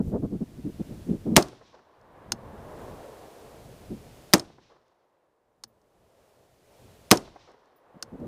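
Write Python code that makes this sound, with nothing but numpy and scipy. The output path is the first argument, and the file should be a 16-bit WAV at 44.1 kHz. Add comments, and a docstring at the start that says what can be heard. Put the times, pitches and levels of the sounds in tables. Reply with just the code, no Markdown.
"""Three rifle shots on a snowy range

A semi-automatic rifle fires from a bench, close enough to overload the microphone. The action cycles
with each shot, the tree line answers and the woods roar on for seconds; the trigger resets with a dry
click, a spent case pings. Wind buffets the microphone. The bed of breeze, woods and hiss sinks
after each shot, stays low a moment and swells back."""
import sys
import numpy as np
from scipy import signal
from scipy.fft import rfft, irfft, next_fast_len
from scipy.io import wavfile
from scipy.ndimage import map_coordinates

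SR = 44100
rng = np.random.default_rng(int(sys.argv[2]) if len(sys.argv) > 2 else 0)


def int16_out(signal):
    """Quantize to a 16-bit WAV file."""
    q = np.round(np.clip(np.atleast_2d(signal).T, -1, 1) * 32767)
    wavfile.write(sys.argv[1], SR, q.astype(np.int16))


N = 364707
TIME = np.arange(N) / SR

# strong buffets on the microphone: (centre [s], length [s], thump [dB], upper edge [dB])
WIND_BUFFETS = [(.004, .025, -21.5, -29.5), (.151, .053, -26.5, -29), (0.244, .036, -24.5, -34.5),
                (.339, .055, -28.5, -45), (0.423, .028, -25.5, -44.5), (0.596, .034, -40, -56),
                (0.674, .06, -29.5, -53), (.808, .024, -26.5, -43.5), (0.921, .07, -37.5, -52.5),
                (1.121, .085, -24, -46.5), (1.273, .03, -25, -39.5), (1.329, .086, -27, -40.5),
                (3.816, .015, -43.5, -67.5), (3.926, 0.046, -32, -60), (7.961, .033, -49.5, -76),
                (8.145, .04, -38.5, -48), (8.238, 0.087, -36.5, -45)]
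# strength of the breeze: (time [s], rumble [dB])
WIND_STRENGTH = [(.2, -31.5), (.52, -43.5), (.85, -44.5), (1.3, -43.5), (1.75, -51.5), (2.1, -41),
                 (2.4, -38.5), (2.9, -49), (3.35, -58.5), (3.92, -47), (4.3, -56), (5.3, -55),
                 (5.75, -48.5), (6.1, -59), (6.8, -56.5), (7.75, -55), (8.25, -38)]
# dips of the bed, deepest at the shots: (time [s], depth [dB], wait before swelling [s], swell [s])
BED_DIPS = [(-.3, 8, 0.45, 0.7), (1.1, 2, .25, 0.19), (1.364, 27.5, 0.44, 1.007), (4.335, 30, 1.1, 1.25),
            (6.1, 11, 0.48, 0.34), (6.75, 3.5, .33, .2), (7.112, 27, 0.68, .9)]
# rifle shots: (time [s], blast [dB], scatter [dB], echo [dB])
RIFLE_SHOTS = [(1.364, -0.5, 2, 2), (4.3353, -1.5, -3.5, -1.5), (7.112, 0.15, 0.5, 2.5)]
# moving parts of the action: (delay after the shot [s], level [dB], t60 [s], pitch [ratio])
ACTION_HITS = [(-.005, -19.5, .012, .76), (0.0205, -30.5, .02, 1.1), (0.0453, -32.5, .015, 1.25),
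               (0.058, -44.5, 0.034, .6), (.0605, -25, 0.018, 1)]
# resonances of the action's steel: (frequency [Hz], width [Hz], level [dB])
STEEL_MODES = [(820, 460, -8), (1550, 500, -9), (2880, 200, -10), (3550, 260, -9), (4370, 340, -2.5),
               (5280, 170, 3), (6350, 360, -3), (8940, 1500, -14.5), (11700, 810, -20.5), (14900, 660, -21)]
# pressure fronts, direct and reflected: (delay [s], push [dB], crackle [dB], crackle length [s])
BLAST_FRONTS = [(.0004, -15, -3, 0.0019), (.0033, -5.5, -4.5, 0.0021), (.0053, -4.5, -7, .002),
                (.0094, -5.5, -24, 0.0054)]
# answers of the berm and the trees: (delay [s], rise [s], body [dB], treble [dB])
ECHO_RETURNS = [(.08, 0.054, -67, -63.5), (.165, 0.0023, -48, -71), (0.246, 0.005, -49.5, -80),
                (.255, 0.054, -81, -66), (.355, 0.025, -57, -79), (0.425, .005, -57, -90),
                (.4, 0.11, -71, -81)]
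# trigger resets and small ticks of the rifle: (time [s], level [dB], t60 [s])
RIFLE_CLICKS = [(1.4842, -42.5, 0.016), (2.013, -61.5, .012), (2.3199, -12.5, 0.016), (4.881, -64, 0.009),
                (5.6368, -30.5, 0.022), (5.816, -63.5, 0.014), (7.5169, -58, .012), (7.657, -65, 0.012),
                (8.0254, -23, 0.018), (8.2, -61, 0.013)]
# spent cases landing: (time [s], level [dB])
CASE_LANDINGS = [(5.678, -71), (7.762, -67)]

# ringing bodies: (frequency [Hz], level [dB], t60 [s])
BOOM_MODES = [(215, -3.5, .032), (315, -4.5, .032), (660, -12.5, .038), (910, -25, .035), (1060, -26, .035),
              (1600, -25, .022)]  # bench and rifle body
STOCK_MODES = [(116, -10, 0.4), (226.5, -3.5, 0.24), (337, 6.5, 0.061), (554, 3.5, 0.036), (786, 5, 0.054)]
BRASS_MODES = [(10820, -10, 0.24), (14670, 3, .1)]

# noise colours: (frequency [Hz], level [dB])
THUMP_EQ = [(25, -14), (70, -11), (130, -6), (205, 2), (290, -3.5), (400, -11), (550, -26), (1200, -53),
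            (3000, -78)]
BUFFET_EDGE_EQ = [(150, -18.5), (330, 1), (500, 3), (680, -6), (900, -16), (1400, -27), (2200, -50.5),
                  (4000, -68)]
RUMBLE_EQ = [(20, 1), (50, 0), (130, 1), (250, -6.5), (500, -18.5), (1500, -50.5)]
ROAR_BODY_EQ = [(100, -25), (250, -6), (450, 2.5), (600, 1.5), (900, -7), (1500, -20), (3000, -40)]
ROAR_EDGE_EQ = [(350, -18), (700, 0.5), (1050, 2.5), (1300, -6), (1700, -7.5), (2300, -16), (4000, -24),
                (8000, -49)]
HISS_EQ = [(300, 1), (1500, 4), (3000, 2), (6000, -1.5), (10000, -3.5), (15000, -7)]
CRACKLE_EQ = [(200, -9.5), (1000, 2), (2500, -3.5), (4000, -1.5), (5300, 1), (8000, -4.5), (11000, -10),
              (15000, -12)]
SCATTER_EQ = [(30, -40.5), (70, -17), (130, -6), (200, -1.5), (340, 3), (520, -5.5), (670, -4),
              (850, -10.5), (1150, -12.5), (1900, -23), (3000, -26.5), (5500, -27), (9000, -31.5),
              (15000, -44)]
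ECHO_BODY_EQ = [(60, -21), (200, -9), (400, 4.5), (1000, -2), (1500, -10), (1900, -12), (3200, -38),
                (8000, -50)]
ECHO_TREBLE_EQ = [(1000, -1), (2500, 5), (3900, 6.5), (4700, 4), (5600, 4), (7500, -10), (14000, -46)]


def amp(db):
    """Decibels to gain."""
    return 10 ** (np.asarray(db) / 20)


def unit(x):
    """Scale to rms 1."""
    return x / np.sqrt(np.mean(x ** 2) + 1e-20)


def filtered(x, response):
    """Shape x with a frequency response."""
    size = next_fast_len(len(x) + 8192)
    return irfft(rfft(x, size) * response(np.fft.rfftfreq(size, 1 / SR)), size)[:len(x)]


def low_cut(x, hz):
    """Roll off the bass at 12 dB an octave."""
    return signal.sosfilt(signal.butter(2, hz, "highpass", fs=SR, output="sos"), x)


def noise(eq, size=N):
    """Noise of rms 1, coloured by an EQ curve."""
    points_hz, db = np.transpose(eq)
    white = rng.standard_normal(size)
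    return unit(filtered(white, lambda hz: amp(np.interp(np.log(hz + 1), np.log(points_hz), db))))


def wobble(rate):
    """A smooth random curve, rate knots a second."""
    return map_coordinates(rng.standard_normal(int(N * rate / SR) + 4), [TIME * rate])


def since(start):
    """Seconds since start, zero before it."""
    return np.maximum(TIME - start, 0)


def fade(t, t60):
    """Exponential decay by 60 dB in t60."""
    return np.exp(-np.log(1000) * t / t60)


def ring(modes, t):
    """Damped sines of a struck body."""
    return sum(amp(db) * fade(t, t60) * np.sin(2 * np.pi * hz * t) for hz, db, t60 in modes)


def add(track, start, sound):
    """Mix a sound into the track at start seconds."""
    part = track[round(start * SR):][:len(sound)]
    part += sound[:len(part)]


def buffets(steepness=3.1):
    """Eddies thump the microphone port; some have a brighter edge."""
    thump, edge = np.zeros(N), np.zeros(N)
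    for centre, length, thump_db, edge_db in WIND_BUFFETS:
        eddy = np.exp(-np.abs(2 * (TIME - centre) / length) ** steepness)
        thump += amp(thump_db) * eddy
        edge += amp(edge_db) * eddy
    return thump * noise(THUMP_EQ) + edge * noise(BUFFET_EDGE_EQ)


def breeze(gust_db=2.5, eddy_db=-8, eddy_growth=2.0, strong_db=-38, lumpy_db=5):
    """Wind rumbles on the microphone; the harder it blows, the more small eddies flutter on top."""
    strength_db = np.interp(TIME, *np.transpose(WIND_STRENGTH))
    rumble = amp(strength_db + gust_db * wobble(13)) * noise(RUMBLE_EQ)
    flutter_db = strong_db + eddy_db + eddy_growth * (strength_db - strong_db)
    eddies = amp(flutter_db + lumpy_db * wobble(30)) * noise(THUMP_EQ)
    return rumble + eddies


def woods(rush_db=-58, roar_db=-39, hold_s=0.86, fall_db_per_s=12, edge_db=3.5, dulling_db_per_s=7):
    """The trees rush steadily; each shot roars on among them, holds, and dulls as it dies away."""
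    body_power, edge_power = np.full(N, amp(rush_db) ** 2), np.zeros(N)
    for start, _, _, echo_db in RIFLE_SHOTS:
        power = (TIME > start) * amp(roar_db + echo_db - fall_db_per_s * since(start + hold_s)) ** 2
        brightness = amp(edge_db - dulling_db_per_s * since(start)) ** 2
        body_power += power / (1 + brightness)
        edge_power += power * brightness / (1 + brightness)
    roar = np.sqrt(body_power) * noise(ROAR_BODY_EQ) + np.sqrt(edge_power) * noise(ROAR_EDGE_EQ)
    return roar * amp(0.5 * wobble(25))  # slight flutter


def dips(sink_s=0.09):
    """The bed dips: it sinks, stays low and swells back evenly in dB."""
    db = np.zeros(N)
    for start, depth_db, wait, swell in BED_DIPS:
        lowered = np.minimum(since(start) / sink_s, 1 - since(start + wait) / swell)
        db = np.minimum(db, -depth_db * np.clip(lowered, 0, 1))
    return amp(db)


def bed(hiss_db=-59.5, floor_db=-91):
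    """Breeze, woods and hiss dip together over a faint steady floor."""
    ambience = breeze() + woods() + amp(hiss_db) * noise(HISS_EQ)
    return dips() * ambience + amp(floor_db) * noise(HISS_EQ)


def steel_click(db, t60, pitch=1, tail_db=-30, tail_t60=0.07, low_cut_hz=500):
    """Steel meets steel: a brief rattle through the resonances of the action."""
    def response(hz):
        f = hz / pitch
        steel = sum((-1) ** k * amp(mode_db) * 1j * f * width / (centre ** 2 - f ** 2 + 1j * f * width)
                    for k, (centre, width, mode_db) in enumerate(STEEL_MODES))
        return steel * hz ** 2 / (hz ** 2 + low_cut_hz ** 2)  # small parts give no bass

    t = TIME[:SR // 4]
    rattle = unit(filtered(rng.standard_normal(len(t)), response))
    return amp(db) * rattle * (fade(t, t60) + amp(tail_db) * fade(t, tail_t60))


def blast(push_s=0.00037, onset_s=0.000071):
    """Each front throws the overloaded diaphragm the other way, with crackle and a boom of the bench."""
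    t, out = TIME[:SR // 4], np.zeros(SR // 4)
    pulse = (1 - t / push_s) * np.exp(-t / push_s) * (1 - np.exp(-t / onset_s))
    push = pulse + ring(BOOM_MODES, t)
    for k, (delay, push_db, crackle_db, length) in enumerate(BLAST_FRONTS):
        crackle = noise(CRACKLE_EQ, size=len(t)) * np.exp(-(t / length) ** 4)
        add(out, delay, amp(crackle_db) * crackle + (-1) ** k * amp(push_db) * push)
    return low_cut(out, hz=150)  # the deep bass is trimmed, leaving a tight, hard crack


def roll(db=-44, fall_db_per_s=71.5):
    """A short low rumble rolls over the field behind each shot."""
    envelope = sum((TIME > start) * amp(db + blast_db - fall_db_per_s * since(start))
                   for start, blast_db, _, _ in RIFLE_SHOTS)
    return envelope * noise(RUMBLE_EQ)


def scatter(db=-8.5, delay_s=0.011, rise_s=0.00044, spread_s=0.027, falloff=2.844):
    """Ground and benches throw the blast back, weaker the farther the front has spread."""
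    age = np.maximum(TIME[:SR] - delay_s, 0)
    envelope = (1 - np.exp(-age / rise_s)) / (1 + age / spread_s) ** falloff
    return amp(db) * envelope * noise(SCATTER_EQ, size=SR)


def echoes(patchy_db=1.5):
    """The berm returns short slaps, the trees a broad rustling swell that comes back in clumps."""
    t, out = TIME[:SR], np.zeros(SR)
    for delay, rise, body_db, treble_db in ECHO_RETURNS:
        swell = t / rise * np.exp(1 - t / rise)
        body = amp(body_db) * noise(ECHO_BODY_EQ, size=SR)
        treble = amp(treble_db) * noise(ECHO_TREBLE_EQ, size=SR)
        add(out, delay, swell * (body + treble))
    return out * amp(patchy_db * wobble(69.7)[:SR])


def shots():
    """Hammer, blast, bolt back and bolt home, with the range answering each shot."""
    out = np.zeros(N)
    for start, blast_db, scatter_db, echo_db in RIFLE_SHOTS:
        add(out, start, amp(blast_db) * blast())
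        add(out, start, amp(scatter_db) * scatter() + amp(echo_db) * echoes())
        for delay, db, t60, pitch in ACTION_HITS:
            add(out, start + delay, steel_click(db, t60, pitch))
    return out


def trigger_clicks(knock_db=-22, knock_rise_s=0.011):
    """The trigger resets and the rifle ticks: dry steel with a knock of the stock underneath."""
    t, out = TIME[:SR // 2], np.zeros(N)
    knock = ring(STOCK_MODES, t) * (1 - np.exp(-t / knock_rise_s))
    for start, db, t60 in RIFLE_CLICKS:
        add(out, start, steel_click(db, t60))
        add(out, start, amp(db + knock_db) * knock)
    return out


def case_pings():
    """Spent brass lands with a thin, high ring."""
    out = np.zeros(N)
    for start, db in CASE_LANDINGS:
        add(out, start, amp(db) * ring(BRASS_MODES, TIME[:SR // 2]))
    return out


def scene():
    """The mono mix, at one microphone beside the shooter."""
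    return (shots() + trigger_clicks() + case_pings() + roll() + buffets() + bed())[None]


def record(dry, top_hz=15750, taper_hz=600):
    """The blasts clip at full scale; the deepest bass and the highest treble are trimmed off."""
    clipped = np.clip(dry[0], -1, 1)
    tightened = low_cut(clipped, hz=32)
    return filtered(tightened, lambda hz: np.clip((top_hz - hz) / taper_hz, 0, 1))[None]


dry = scene()
out = record(dry)
int16_out(out)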